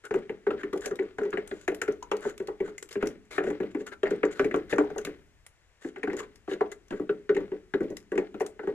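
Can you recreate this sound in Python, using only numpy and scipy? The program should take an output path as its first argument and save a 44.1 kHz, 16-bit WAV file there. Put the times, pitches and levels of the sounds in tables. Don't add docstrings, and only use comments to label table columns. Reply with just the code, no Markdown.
import sys
import numpy as np
from scipy import signal
from scipy.fft import rfft, irfft, next_fast_len
from scipy.io import wavfile

SR = 44100
rng = np.random.default_rng(int(sys.argv[2]) if len(sys.argv) > 2 else 0)


def dump_mix(stems):
    frames = np.atleast_2d(stems).T
    limited = np.clip(frames, -1, 1)
    pcm = np.round(limited * 32767).astype(np.int16)
    wavfile.write(sys.argv[1], SR, pcm)


N = 385434

# start_s, length_s, rise_s, rasp_db, rasp_hz, fizz_db, fizz_hz (centres of the sinking resonances)
SCRAPE_STROKES = [(0.035, 0.046, 0.0098, -46, 1470, -61, 7300),
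                  (0.586, 0.042, 0.008, -46.5, 1610, -62, 6860),
                  (0.812, 0.083, 0.0089, -45.5, 1660, -51.5, 7560),
                  (1.474, 0.19, 0.031, -69.5, 1600, -63.5, 7060),
                  (2.211, 0.11, 0.009, -47.5, 1520, -54.5, 6900),
                  (2.638, 0.072, 0.017, -51.5, 1430, -62, 6900),
                  (2.905, 0.024, 0.0075, -54, 2310, -47, 4700),
                  (2.924, 0.032, 0.0055, -59, 1980, -53.5, 7800),
                  (3.006, 0.028, 0.005, -46, 1800, -67, 6800),
                  (3.306, 0.084, 0.0049, -47.5, 2380, -50, 3930),
                  (3.417, 0.087, .035, -52, 1900, -58.5, 7200),
                  (3.706, 0.025, .004, -73, 1700, -65.5, 7000),
                  (3.78, 0.049, 0.047, -61, 1800, -55.5, 7200),
                  (3.861, 0.039, 0.0053, -46, 1550, -52.5, 6850),
                  (3.913, 0.035, 0.013, -42, 1540, -57.5, 3730),
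                  (4.308, 0.038, .004, -51.5, 2260, -53, 7120), (4.338, 0.14, 0.023, -50, 1500, -58, 3970),
                  (4.692, 0.057, 0.0069, -45, 1930, -47, 3510), (5.806, 0.1, 0.013, -59, 1770, -60.5, 7440),
                  (6.163, 0.049, 0.029, -41, 1900, -44.5, 7000), (6.225, 0.026, .006, -48, 1150, -62, 6900),
                  (6.48, 0.072, .035, -44, 1700, -50.5, 3950), (6.715, 0.027, 0.0031, -48, 2000, -51, 7050),
                  (6.891, 0.1, .025, -57.5, 1610, -67.5, 7030)]
# start_s, level_db, pocket_hz
POCKET_SNAPS = [(0.052, -50, 8700), (0.731, -49.5, 3430), (0.761, -61, 4000), (0.775, -51, 3330),
                (0.808, -53.5, 7200), (0.859, -39.5, 6300), (0.956, -53, 3720), (1.305, -58, 6930),
                (1.475, -49.5, 8640), (1.612, -56, 7500), (1.746, -46, 11660), (1.816, -37, 6960),
                (1.922, -56, 6100), (2.167, -50.5, 4600), (2.206, -59, 9210), (2.296, -52.5, 6900),
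                (2.378, -49.5, 3250), (2.472, -49, 4300), (2.78, -44, 7200), (2.826, -43, 7600),
                (2.889, -52, 2970), (2.927, -46.5, 5100), (3.071, -41.5, 5660), (3.252, -73, 7000),
                (3.503, -54, 7440), (3.866, -48, 1580), (4.103, -59, 4000), (4.56, -52.5, 3000),
                (4.981, -43.5, 6250), (5.049, -38.5, 3820), (5.464, -50.5, 9800), (6.167, -47.5, 6950),
                (6.357, -57.5, 5100), (6.675, -77, 11500), (6.716, -50, 7060), (6.882, -64, 5960),
                (7.968, -44, 5100), (8.399, -49.5, 2030), (8.416, -48, 1930), (8.463, -46.5, 8500)]
# start_s, panel_hz, base_db, wall_db, wall_hz, rim_db, rim_hz, panel_db, # snap_db (before SNAP_DB),
# boom_db, boom_hz, boom_swell_s, boom_fade_s (2 ms at least), thud_db
SPOON_KNOCKS = [(0.109,720,-43, -38.5, 1480, -51, 2520, -41, -61.0, -22.5, 423, 0.0065, 0.018, -42.5),
                (0.141,720,-44, -39, 1440, -43.5, 2460, -37, -55.5, -23, 384, 0.0046, 0.014, -44),
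                (0.157,730,-51, -47.5, 1360, -67, 2750.0, -62, -62, -19, 419, 0.0069, 0.0082, -40.5),
                (0.295,790,-54, -41, 1905, -52, 2580, -45, -73, -28, 408, 0.012, 0.0028, -44.5),
                (0.467,820,-52, -35, 1514, -52, 2420, -38.5, -68.5, -17.5, 414, 0.0082, 0.011, -42),
                (0.506,695,-41.5, -35.5, 1390, -44, 2630, -37, -70, -37, 455, 0.0046, 0.0063, -43),
                (0.532,824,-54, -58, 1300.0, -64, 2740, -61, -75, -28.5, 419.5, 0.0082, 0.019, -45),
                (0.633,1080,-39, -38, 1790, -52, 2770, -47, -64, -27, 393, 0.024, 0.0057, -45),
                (0.729,1180,-38, -39.5, 1180.0, -55, 3400, -40, -81, -26, 422, 0.0083, 0.0018, -44.5),
                (0.756,604,-58, -54.5, 1420, -72, 2900.0, -42, -76, -28.5, 395, 0.0064, 0.02, -53.5),
                (0.859,600,-53.5, -48.5, 1900, -46, 2700, -39.5, -41, -30, 410.5, 0.021, 0.0066, -47),
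                (0.91,600,-60, -43, 1380, -58, 2650, -54, -61, -23, 410, 0.011, 0.01, -45),
                (0.99,755,-43, -36.5, 1970, -58, 2680, -45.5, -69, -20.5, 393.4, 0.016, 0.015, -48),
                (1.023,590,-49.5, -50, 1770, -66, 2600, -54, -85, -31.5, 404, 0.0082, 0.0088, -56),
                (1.184,735,-44.5, -36, 1460, -56, 2940, -39, -61, -28, 425, 0.0069, 0.014, -42.5),
                (1.213,600,-43.5, -43.5, 1420, -74, 2640, -46, -73, -23.5, 415.5, 0.012, 0.021, -41.5),
                (1.233,600,-57, -47, 1540, -64, 2900, -55.5, -62.5, -42, 400, 0.0061, 0.006, -58),
                (1.252,830,-61, -53.5, 1450, -73, 2490.0, -48.5, -67, -24.5, 400, 0.012, 0.0088, -60),
                (1.329,730,-43, -36, 1470, -49, 2700, -44.5, -75, -25, 392, 0.016, 0.0079, -44),
                (1.373,600,-47.5, -34, 1910, -53, 2700, -35.5, -72, -28.5, 402, 0.015, 0.011, -48),
                (1.512,625,-50, -42, 1580, -53, 3430, -41, -72, -29, 391, 0.027, 0.0028, -44.5),
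                (1.679,685,-45, -29, 1770, -44, 2650, -28.5, -47, -18, 379.7, 0.0096, 0.0097, -39.5),
                (1.718,587,-55, -54.5, 1560, -54, 2550.0, -43, -69.0, -32, 417, 0.0072, 0.011, -43),
                (1.816,800,-51, -29, 1540, -35, 2290, -43, -50, -31, 428, 0.006, 0.0057, -56),
                (1.879,670,-39, -37, 1450, -50, 2260, -42, -60, -19, 413, 0.013, 0.012, -42),
                (2.027,940,-68, -54, 1310, -55, 2860, -46, -51, -56, 410, 0.004, 0.0055, -64),
                (2.115,850,-45.5, -32.5, 1190, -36, 2420, -32, -48.5, -21.5, 422, 0.0031, 0.0076, -74),
                (2.139,614,-64, -51, 1170, -63, 2440, -43, -71, -27, 410, 0.0054, 0.011, -62),
                (2.251,690,-49, -42.5, 1550, -75, 2880.0, -39, -63, -22, 413, 0.021, 0.0079, -41.5),
                (2.4,696,-50.5, -48, 1700, -57, 2700, -46, -66, -27, 392, 0.0071, 0.016, -46),
                (2.483,827,-52, -47, 1180.0, -59, 2720, -42.5, -72, -29, 408, 0.0025, 0.0096, -52),
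                (2.603,790,-44, -42.5, 1980, -79, 2490.0, -44.5, -68, -18.5, 398, 0.012, 0.012, -40.5),
                (2.678,740,-48, -53, 1410.0, -81, 3550.0, -52, -70, -40.5, 424, 0.03, 0.028, -49),
                (2.955,714,-41, -41.5, 1620, -46.5, 2400, -44, -74, -25.5, 406, 0.01, 0.041, -41.5),
                (3.026,733,-35, -34, 1430, -42, 2400, -38.5, -57, -21, 423, 0.0061, 0.0068, -33.5),
                (3.058,610,-41, -50, 1780, -67.5, 3550.0, -48, -59, -28, 412.5, 0.018, 0.0181, -43.5),
                (3.381,590,-41.5, -27, 1530, -38.5, 2450.0, -34, -57, -22, 397, 0.004, 0.013, -47),
                (3.404,583,-51, -48.5, 1510, -63.5, 2500.0, -36, -74, -22, 410, 0.0048, 0.0094, -46),
                (3.438,620,-57, -44, 1500.0, -49, 2430, -39, -61, -26.5, 376, 0.012, 0.0062, -45),
                (3.468,657,-49, -43.5, 1460, -55.5, 2510.0, -44, -62, -22, 404, 0.011, 0.0076, -37),
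                (3.502,780,-36.5, -46.5, 1740, -61.0, 2930.0, -44, -64, -24.5, 413, 0.008, 0.0034, -43),
                (3.603,700,-39, -42.5, 1670, -61, 2640, -44, -66, -23, 387, 0.0044, 0.0089, -38),
                (3.632,640,-46, -50.5, 1470, -52, 2590, -48, -72.5, -34.5, 460, 0.0093, 0.0068, -43),
                (3.748,820,-38.5, -45.5, 1960, -71, 2940, -44.5, -67, -26, 319, 0.0064, 0.011, -49),
                (3.804,604,-58, -53, 1870, -66, 2780.0, -61, -68, -31.5, 400, 0.0098, 0.006, -49),
                (4.032,613,-52, -34.5, 1450, -40, 2720, -30.5, -55.5, -15.5, 411, 0.006, 0.014, -45),
                (4.056,610,-50, -36.5, 1890, -57, 2700, -42, -72.5, -36, 410, 0.0032, 0.0054, -55),
                (4.069,696,-47, -36, 1870, -59, 2740.0, -43, -71, -34, 407.0, 0.012, 0.0055, -42),
                (4.108,596,-35, -41, 1600, -53, 3120.0, -40.5, -55.5, -20, 405, 0.016, 0.0027, -41),
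                (4.131,650,-50, -58, 1636, -67, 2850, -67, -78, -34, 460, 0.0068, 0.0089, -47),
                (4.232,800,-32.5, -29.5, 1690, -44, 2580, -35.5, -68, -15.5, 430, 0.0082, 0.0021, -40),
                (4.252,644,-52, -49, 1420, -67, 2420, -44, -52, -29.5, 378, 0.0057, 0.004, -56),
                (4.395,590,-35.5, -25.5, 1510, -35, 2370, -28, -49, -18.5, 403.5, 0.0051, 0.035, -36.5),
                (4.445,690,-36, -37, 1990.0, -56, 2620, -41, -54.5, -21.5, 424, 0.015, 0.013, -36),
                (4.511,610,-49, -36.5, 1890, -61, 2470, -48, -67, -34, 360, 0.0063, 0.0103, -49),
                (4.542,630,-34, -33.5, 1230, -40, 2420, -32, -57, -19.5, 389, 0.0033, 0.013, -39),
                (4.572,650,-42.5, -52.5, 1450, -61, 2900, -50, -68, -29.5, 411, 0.0058, 0.012, -47),
                (4.727,605,-37, -29.5, 1800, -59, 2710, -28.5, -60, -23.5, 420, 0.0029, 0.0036, -38),
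                (4.759,820,-53, -47.5, 1390.0, -68, 2660, -49, -61, -25.5, 431, 0.011, 0.0086, -39),
                (4.783,654,-24.5, -27.5, 1460, -38, 2350, -27.5, -47.5, -21, 380, 0.008, 0.006, -38),
                (4.802,780,-38, -45, 1440, -61, 2500.0, -34, -74, -18, 410.5, 0.011, 0.016, -47),
                (4.838,780,-54, -61.5, 1340.0, -75, 2800.0, -43, -79, -29.5, 421.0, 0.015, 0.02, -61),
                (4.902,770,-52, -48.5, 1550.0, -69, 2670, -44, -66.5, -35.5, 424, 0.016, 0.026, -46),
                (4.96,724,-55, -50, 1340, -75, 2680, -39.5, -67, -31.5, 398.0, 0.0045, 0.0049, -51),
                (4.984,660,-67, -43.5, 1430, -50, 2700, -49, -64, -37.5, 435, 0.0088, 0.018, -55),
                (5.05,1200,-58, -46.5, 2170, -41, 2550, -55, -64, -37.5, 398, 0.003, 0.016, -46.5),
                (5.07,700,-45, -43.5, 1560, -54, 2500, -49.5, -65.5, -31.5, 419, 0.01, 0.009, -46),
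                (5.847,746,-41.5, -46, 1700, -71, 2500, -52, -69, -31, 330, 0.0098, 0.0047, -45),
                (5.96,720,-58, -45.5, 1820, -59, 2640, -48, -73, -38, 383, 0.025, 0.0055, -55),
                (6.032,870,-38, -32, 1810, -48, 2520, -43, -59, -26, 437, 0.013, 0.0091, -48),
                (6.073,760,-33, -37, 1530, -65, 2750.0, -39.5, -72.0, -27, 398, 0.023, 0.0055, -42),
                (6.099,736,-44, -40.5, 1720, -68, 2610.0, -45, -71.0, -30, 372, 0.01, 0.0064, -45.5),
                (6.132,874,-43.5, -45.5, 1880, -58, 2580.0, -45, -60.5, -28, 386, 0.0068, 0.0098, -43),
                (6.203,1080,-56, -49, 1880, -50, 2620, -42, -52, -35, 413, 0.0083, 0.006, -62),
                (6.478,676,-42, -48, 1170, -58, 2640, -41.5, -71, -31, 400, 0.0076, 0.0046, -47.5),
                (6.514,600,-40.5, -46, 1560, -46, 2970, -46, -68, -24, 402, 0.0057, 0.013, -45.5),
                (6.535,1180,-47, -55.5, 1910, -46, 2970, -60, -59, -33, 370, 0.0073, 0.0068, -53),
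                (6.608,810,-43.5, -36, 1720, -66, 2920, -27, -64, -15, 414, 0.013, 0.0074, -43),
                (6.907,786,-46, -45.5, 1560, -49.5, 2800, -45.5, -60, -34, 338, 0.017, 0.0049, -43.5),
                (6.925,604,-46, -45.5, 1490, -64, 3180.0, -52, -72, -29.5, 409, 0.0042, 0.0057, -40.5),
                (6.997,756,-36.5, -49.5, 1270, -65, 2630.0, -52, -73, -27, 386, 0.0064, 0.0079, -42.5),
                (7.093,598,-46.5, -35, 1370, -45.5, 2620, -42.5, -81.5, -19, 412.6, 0.0069, 0.023, -40.5),
                (7.293,610,-41.5, -32.5, 1510, -45, 2860, -36.5, -62, -13, 413, 0.012, 0.012, -39.5),
                (7.348,600,-49, -47, 1940, -50, 2650, -67, -59.5, -28, 374, 0.019, 0.0051, -43),
                (7.366,804,-36, -36.5, 1790, -50, 2670, -39, -57, -16.5, 411, 0.012, 0.0091, -42.5),
                (7.404,870,-51, -68, 1670, -75, 2850, -52, -70, -31, 391, 0.0097, 0.015, -45),
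                (7.517,890,-46.5, -53.5, 1700, -59, 2710, -51, -78.5, -25.5, 375, 0.0084, 0.011, -44.5),
                (7.738,820,-35, -32, 1580, -49, 3260, -38.5, -62.5, -18.5, 397, 0.02, 0.0026, -37.5),
                (7.806,750,-32.5, -45, 1580, -63, 2510, -51, -67, -23.5, 384, 0.007, 0.0066, -37),
                (7.831,800,-43, -65, 1500, -70, 2860.0, -62, -67, -37, 427, 0.016, 0.0063, -40.5),
                (7.902,585,-58, -61.5, 1900, -67, 2760, -58, -62.5, -32, 383, 0.01, 0.0055, -40.5),
                (8.119,665,-42.5, -41.5, 1640, -53, 2750, -48.5, -62.5, -22.5, 403, 0.0049, 0.0069, -47),
                (8.155,660,-35.5, -47, 1580, -57, 2530, -65, -65, -29, 425, 0.0063, 0.012, -43),
                (8.178,716,-33.5, -34.5, 1850, -46, 2670, -37, -51, -15, 401.3, 0.008, 0.0077, -43),
                (8.343,680,-50, -49.5, 1400, -56, 2540, -47, -73, -34, 413.0, 0.021, 0.0068, -42.5),
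                (8.406,682,-47.5, -39.5, 1870, -69, 2720, -31, -51, -18.5, 416, 0.012, 0.0092, -49),
                (8.593,690,-51.5, -42.5, 1550, -61, 2780.0, -44, -80, -37, 440, 0.0045, 0.0095, -55.5),
                (8.633,720,-49, -51, 1540, -70, 2900, -47, -77.0, -34.5, 385, 0.012, 0.013, -51),
                (8.673,820,-48, -45, 1486, -57, 2430, -41, -76, -21, 388, 0.0062, 0.01, -41.5)]
# start_s,
# level_db, pitch_hz
HOLLOW_NOTES = [(0.84, -46, 1530), (2.025, -42.5, 960), (2.781, -45, 2080), (2.825, -45, 410),
                (3.5, -53, 2000), (3.6, -45, 476)]
# mode_hz, relative_level_db, t60_s
TUB_MODES = [(207.7, -23, 0.22), (302.8, -18.5, 0.19), (361.6, -5.5, 0.13), (401.7, -6, 0.19),
             (424.34, -3, 0.18), (475.7, -9.5, 0.14), (536, -10, 0.12), (573, -19, 0.14), (652, -27, 0.14),
             (780, -23, 0.13), (953, -22, 0.1), (1134.5, -19.5, 0.083), (1487, -24.5, 0.1),
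             (1940, -19, 0.094)]
# mode_hz, width_hz, peak_db
WALL_MODES = [(1130, 61, 3), (1365, 90, 1.5), (1480, 70, 1), (2079, 140, 2.5)]
# peak_hz, width_hz, peak_db
PORT_PEAKS = [(6850, 150, -1), (7700, 190, 2), (10150, 260, 4), (13350, 400, 2)]
# freq_hz, relative_gain_db
AIR_TONE = [(20, -31.5), (70, -21.5), (150, -19), (280, -20.5), (410, -16.5), (600, -16), (1100, -19.5),
            (1900, -15.5), (4500, -28), (7000, -26), (9000, -32.5), (15000, -53)]
RUMBLE_TONE = [(25, -11), (36, -6), (43, 0), (53, -6), (80, -6), (130, -13), (440, -50)]
RASP_TONE = [(100, -18), (280, -3), (410, 5), (600, -3), (1000, -7), (1500, 0), (2100, -1), (2600, -7),
             (3200, -8), (4000, -13), (5500, -21), (10000, -42)]
FIZZ_TONE = [(1000, -20), (3000, 0), (4800, -3), (5800, -2), (7000, 4), (8400, -4), (10000, -3),
             (12000, -11), (14000, -12), (15500, -19)]
TICK_TONE = [(300, -20), (1000, -6), (2000, 2), (3200, -2), (4800, -4), (7000, 3), (8400, -2), (10000, -3),
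             (13000, -8), (15500, -14)]
SNAP_TONE = [(1500, -27.5), (3500, -5), (4800, -4), (7000, 5), (8400, -11), (11000, -9), (15000, -31.5)]
THUD_TONE = [(25, -12), (70, -17.5), (140, -10.5), (200, -1.5), (280, -1.5), (350, -2), (600, -10.5),
             (1500, -55)]
SMEAR_TONE = [(1000, -15), (3000, 1), (4800, -2), (5800, -1), (7000, 4), (8400, -7), (10000, -11),
              (12000, -20), (15500, -30)]
# time_s, relative_level_db
WETNESS_CURVE = [(0, -6.5), (0.899, -1.5), (3.398, -7.5), (6.2, -12.5), (7.101, -17.5), (8.7, -1.5)]
# freq_hz, t60_s
ROOM_DECAY = [(150, 0.85), (400, 0.33), (1000, 0.2), (2700, 0.091), (7000, 0.13), (15000, 0.14)]
# freq_hz, correlation (0 to 1)
PORT_LIKENESS = [(60, 0.46), (130, 0.75), (400, 1), (700, 0.36), (1400, 0.62), (3000, 1), (7000, 0.04),
                 (15000, 0.02)]

AIR_DB = -69
RUMBLE_DB, RUMBLE_FOLLOW, RUMBLE_SETTLE_S = -63.5, 1, 0.4
SQUELCH_GLIDE = .12
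TICK_TILT_DB = -2.5
SMALL_TICKS, SMALL_TICK_DB, SMALL_TICK_HZ, SMALL_TICK_AFTER_S = 14, -67, (2450, 8800), 0.058
SNAP_DB, SNAP_HZ, SNAP_TILT_DB = 1, (3350, 10400), 4
USUAL_DB, RING_DB, RING_FOLLOW = -22, -30, 0.77
BASE_HZ, BASE_SPREAD, BASE_RISE_S, BASE_FADE_S = 299.8, 0.05, .006, .019
SLIDE_DB, SLIDE_S, SLIDE_FOLLOW = -60.5, .08, .3
GRIP_DB, GRIP_S = 3, .011
HOLLOW_HZ, HOLLOW_WIDTH_HZ, HOLLOW_DB = 414, 50, 6
EDGE_HZ = 15500


def amp(db):
    return 10 ** (np.asarray(db) / 20)


def evened(x):
    return x / np.sqrt(np.mean(x ** 2) + 1e-20)


def read(points, hz):
    f, value = np.transpose(points)
    return np.interp(np.log(hz + 1), np.log(f), value)


def add(mix, s, sound):
    part = mix[:, max(round(s * SR), 0):][:, :sound.shape[-1]]
    part += sound[..., :part.shape[1]]


def placed(x, left_db):
    return x * amp(np.array([[left_db], [-left_db]]) / 2)


def at_level(pair, db, span):
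    start = pair.mean(0)[:round(span * SR)]
    return amp(db) * pair / np.sqrt(np.mean(start ** 2) + 1e-20)


def colour(pair, spectrum, tilt_db=0):
    size = next_fast_len(pair.shape[1] + 2048)
    hz = abs(np.fft.fftfreq(size, 1 / SR))
    tilt = tilt_db * np.log2(np.clip(hz, 500, 12000) / 1500)
    log_gain = np.log(amp(read(spectrum, hz) + tilt))
    response = np.exp(np.conj(signal.hilbert(log_gain)))
    a, b = np.fft.fft(pair, size)
    same = np.clip(read(PORT_LIKENESS, hz), -1, 1)
    ports = np.array([a, same * a + np.sqrt(1 - same ** 2) * b])
    return np.fft.ifft(ports * response).real[:, :pair.shape[1]]


def resonant(pair, hz, width_hz, db):
    band = signal.lfilter(*signal.iirpeak(min(hz, 15000), hz / width_hz, fs=SR), pair)
    return pair + (amp(db) - 1) * band


def gliding(pair, hz, quality, db):
    turn = np.exp(2j * np.pi * np.cumsum(hz) / SR)
    r = np.exp(-np.pi * hz.mean() / quality / SR)
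    band = 2 * (turn * signal.lfilter([1 - r], [1, -r], pair / turn)).real
    return pair + (amp(db) - 1) * band


def through_wall(x):
    for hz, width_hz, db in WALL_MODES:
        x = resonant(x, hz, width_hz, db)
    return x


def through_hollow(x):
    return resonant(x, HOLLOW_HZ, HOLLOW_WIDTH_HZ, HOLLOW_DB)


def grains(size, per_s, spread_db):
    strength = amp(spread_db * np.minimum(rng.exponential(1, (2, size)), 4))
    return rng.standard_normal((2, size)) * strength * (rng.random((2, size)) < per_s / SR)


def wake(settle, follow):
    t, shoves = np.arange(2 * SR) / SR, np.zeros((1, N))
    for s, _, _, clack_db, *_ in SPOON_KNOCKS:
        add(shoves, s, amp(follow * clack_db) * t / settle * np.exp(-2 * t / settle))
    return evened(shoves)


def air():
    hiss, low = rng.standard_normal((2, 2, N))
    swell = amp(RUMBLE_DB) * evened(.5 + wake(RUMBLE_SETTLE_S, RUMBLE_FOLLOW))
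    return amp(AIR_DB) * evened(colour(hiss, AIR_TONE)) + swell * evened(colour(low, RUMBLE_TONE))


def scrapes(release=.012, judder_db=2.2, rasp_quality=7, rasp_peak_db=10, fizz_quality=9, fizz_peak_db=7):
    out = np.zeros((2, N))
    for start, length, rise, rasp_db, rasp_hz, fizz_db, fizz_hz in SCRAPE_STROKES:
        size = max(round(length * SR), 512)
        t = np.arange(size) / SR
        pressure = np.interp(np.arange(size) / 260, np.arange(64), rng.standard_normal(64))
        slips = grains(size, per_s=14000, spread_db=2.2) * amp(judder_db * pressure)
        sink = 1 + SQUELCH_GLIDE * (.5 - t / t[-1])
        rasp = gliding(colour(slips, RASP_TONE, tilt_db=-0.5), rasp_hz * sink, rasp_quality, rasp_peak_db)
        fizz = gliding(colour(slips, FIZZ_TONE, tilt_db=-6.0), fizz_hz * sink, fizz_quality, fizz_peak_db)
        stroke = np.minimum(t / rise, 1) * np.minimum((t[-1] - t) / release, 1)
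        add(out, start, stroke * (amp(rasp_db) * evened(rasp) + amp(fizz_db) * evened(fizz)))
    return out


def ticks(rise=.0006, decay=.004, crumble_db=-20, crumble=.024, quality=10, pocket_db=10):
    t, out = np.arange(4096) / SR, np.zeros((2, N))
    small = []
    for which, wait, pitch in rng.random((SMALL_TICKS, 3)):
        knock_s = SPOON_KNOCKS[int(which * len(SPOON_KNOCKS))][0]
        hz = np.interp(pitch, [0, 1], SMALL_TICK_HZ)
        small.append((knock_s + wait * SMALL_TICK_AFTER_S, SMALL_TICK_DB, hz))
    for s, db, hz in POCKET_SNAPS + small:
        snap = rng.standard_normal((2, len(t))) * np.exp(-t / decay) * (1 - np.exp(-t / rise))
        after = evened(grains(len(t), per_s=1100, spread_db=5)) * amp(crumble_db) * np.exp(-t / crumble)
        tick = resonant(colour(snap + after, TICK_TONE, TICK_TILT_DB), hz, hz / quality, pocket_db)
        add(out, s, at_level(tick, db, .008))
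    return out


def flutter(hz, db, decay, rough, linger=0.042, linger_db=-20, slope_db=-18):
    t = np.arange(4096) / SR
    fade = np.exp(-t / decay)
    scatter = rng.standard_normal((2, len(t))) * (fade + amp(linger_db) * np.exp(-t / linger))
    skirt = [(hz * 2 ** octave, slope_db * max(abs(octave) - .15, 0) * (1 + abs(octave)))
             for octave in (-1.5, -.6, -.15, .15, .6, 1.5)]
    port_turns = np.array([[0], [.15]])
    note = np.sin(2 * np.pi * (hz * t + rng.random() + port_turns)) * fade * (1 - np.exp(-hz * t))
    return at_level(note / np.std(note) + rough * evened(colour(scatter, skirt)), db, .011)


def bend(pair, lag):
    hz = np.fft.rfftfreq(pair.shape[1], 1 / SR)
    delay = lag * np.maximum(np.sqrt(1000 / np.maximum(hz, 400)) - .5, 0)
    return irfft(rfft(pair) * np.exp(-2j * np.pi * np.cumsum(delay) * hz[1]), pair.shape[1])


def clacks(decay=0.0057, rim_decay=0.0058, rough=2.1, panel_rough=2.6,
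           snap_decay=0.0055, snap_rise=0.00062, pocket_db=7, lag=0.00221):
    t, out = np.arange(4096) / SR, np.zeros((2, N))
    for s, panel_hz, _, wall_db, wall_hz, rim_db, rim_hz, panel_db, snap_db, *_ in SPOON_KNOCKS:
        film = rng.standard_normal((2, len(t))) * np.exp(-t / snap_decay) * (1 - np.exp(-t / snap_rise))
        pocket_hz = np.interp(rng.random(), [0, 1], SNAP_HZ)
        film = colour(film, SNAP_TONE, SNAP_TILT_DB * rng.standard_normal())
        snap = resonant(film, pocket_hz, pocket_hz / 10, pocket_db)
        wall = flutter(wall_hz, wall_db, decay, rough)
        rim = flutter(rim_hz, rim_db, rim_decay, rough)
        panel = flutter(panel_hz, panel_db, decay, panel_rough)
        clack = wall + rim + panel + at_level(snap, snap_db + SNAP_DB, .011)
        add(out, s - .001, bend(clack, lag))
    return out


def booms(detune=0.015, sag=0.034, shape=1.42):
    t, out = np.arange(SR // 3) / SR, np.zeros((2, N))
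    mode_hz, mode_db, t60 = np.transpose(TUB_MODES)[:, :, None]
    for s, *_, db, hz, swell, fade, thud_db in SPOON_KNOCKS:
        swell, fade = max(swell, .002), max(fade, .002)
        rise = np.sin(np.pi / 2 * np.minimum(t / swell, 1)) ** 2
        flex = rise * np.exp(-(np.maximum(t - swell, 0) / fade) ** shape)
        turns = np.cumsum(hz * (1 - sag * np.tanh((t - swell) / (swell + fade)))) / SR
        push = flex * np.sin(2 * np.pi * (turns + rng.random()))
        shift = 1 + detune * rng.standard_normal((len(TUB_MODES), 1))
        phase = rng.random((len(TUB_MODES), 1))
        tones = np.sin(2 * np.pi * (mode_hz * shift * t + phase))
        modes = (amp(mode_db - 60 * t / t60) * tones).sum(0)
        ring = modes / np.std(modes[:SR // 20]) * (1 - np.exp(-(t / (swell + fade)) ** 2))
        ring_db = RING_DB + RING_FOLLOW * (db - USUAL_DB)
        add(out, s, amp(db) * push + amp(ring_db) * ring)
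    return out


def thuds(decay=0.033, rise=0.0022):
    t, out = np.arange(SR // 3) / SR, np.zeros((2, N))
    for s, *_, db in SPOON_KNOCKS:
        shake = colour(rng.standard_normal((2, len(t))), THUD_TONE)
        shake = shake * np.exp(-t / decay) * (1 - np.exp(-t / rise))
        add(out, s, at_level(shake, db, .03))
    return out


def bases():
    t, out = np.arange(SR // 4) / SR, np.zeros((2, N))
    swell = (1 - np.exp(-(t / BASE_RISE_S) ** 2)) * np.exp(-t / BASE_FADE_S)
    for s, _, db, *_ in SPOON_KNOCKS:
        hz = BASE_HZ * (1 + BASE_SPREAD * rng.standard_normal())
        note = np.sin(2 * np.pi * (hz * t + rng.random()))
        add(out, s, at_level((note * swell)[None], db, .04))
    return out


def crackle(size, per_s, spread_db, cycles=4, count=14):
    t, out = np.arange(512) / SR, np.zeros((2, size))
    for hz in np.geomspace(1100, 14000, count) * rng.uniform(.92, 1.08, count):
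        grain = np.sin(2 * np.pi * hz * t) * np.exp(-hz * t / cycles) * hz / SR
        slips = grains(size, per_s / count, spread_db)
        out += signal.oaconvolve(slips, grain[None], axes=1)[:, :size]
    return evened(out) + .5 * evened(grains(size, per_s, spread_db))


def paste(settle=0.012, follow=0.84, rasp_db=-58, smear_db=-78.5):
    t = np.arange(N) / SR
    slips = crackle(N, per_s=6800, spread_db=5) * wake(settle, follow)
    wetness = amp(np.interp(t, *np.transpose(WETNESS_CURVE)))
    smear = evened(colour(slips, SMEAR_TONE) * wetness)
    steps = N // 256
    grip = amp(GRIP_DB * np.interp(t / GRIP_S, np.arange(steps), rng.standard_normal(steps)))
    drag = grains(N, per_s=6600, spread_db=3.0) * grip * wake(SLIDE_S, SLIDE_FOLLOW)
    slide = evened(colour(drag, RASP_TONE))
    rasp = evened(colour(slips, RASP_TONE))
    return amp(rasp_db) * rasp + amp(smear_db) * smear + amp(SLIDE_DB) * slide


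def plops(decay=0.0053, rough=0.25):
    out = np.zeros((2, N))
    for s, db, hz in HOLLOW_NOTES:
        add(out, s, flutter(hz, db, decay, rough))
    return out


def room(x, first=0.0063):
    noise = colour(rng.standard_normal((2, SR // 2)), [(20, 0), (20000, 0)])
    hz, t, z = signal.stft(noise, SR, nperseg=256)
    decay = amp(-60 * t / read(ROOM_DECAY, hz)[:, None])
    tail = signal.istft(z * decay, SR, nperseg=256)[1]
    tail *= 1 - np.exp(-(np.arange(tail.shape[1]) / SR / first) ** 2)
    return signal.fftconvolve(x, tail / np.linalg.norm(tail[0]), axes=1)[:, :N]


def scene():
    wet = placed(through_hollow(through_wall(ticks() + scrapes() + paste())), left_db=4)
    wall = placed(amp(-1.5) * through_wall(clacks()) + plops(), left_db=3.5)
    body = placed(amp(2.0) * booms() + amp(1.0) * thuds() + bases(), left_db=1.65)
    echo = room(amp(-11.0) * wall + amp(-19.5) * body + amp(-11.0) * wet)
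    return wall + body + wet + echo + placed(air(), left_db=4.0)


def record(dry):
    ports = np.array([dry[0], np.pad(dry[1], (4, 0))[:N]])
    for hz, width_hz, db in PORT_PEAKS:
        ports = resonant(ports, hz, width_hz, db)
    low_pass = signal.firwin(255, EDGE_HZ, window=("kaiser", 9), fs=SR)
    return signal.oaconvolve(ports, low_pass[None], "same")


dry = scene()
out = record(dry)
dump_mix(out)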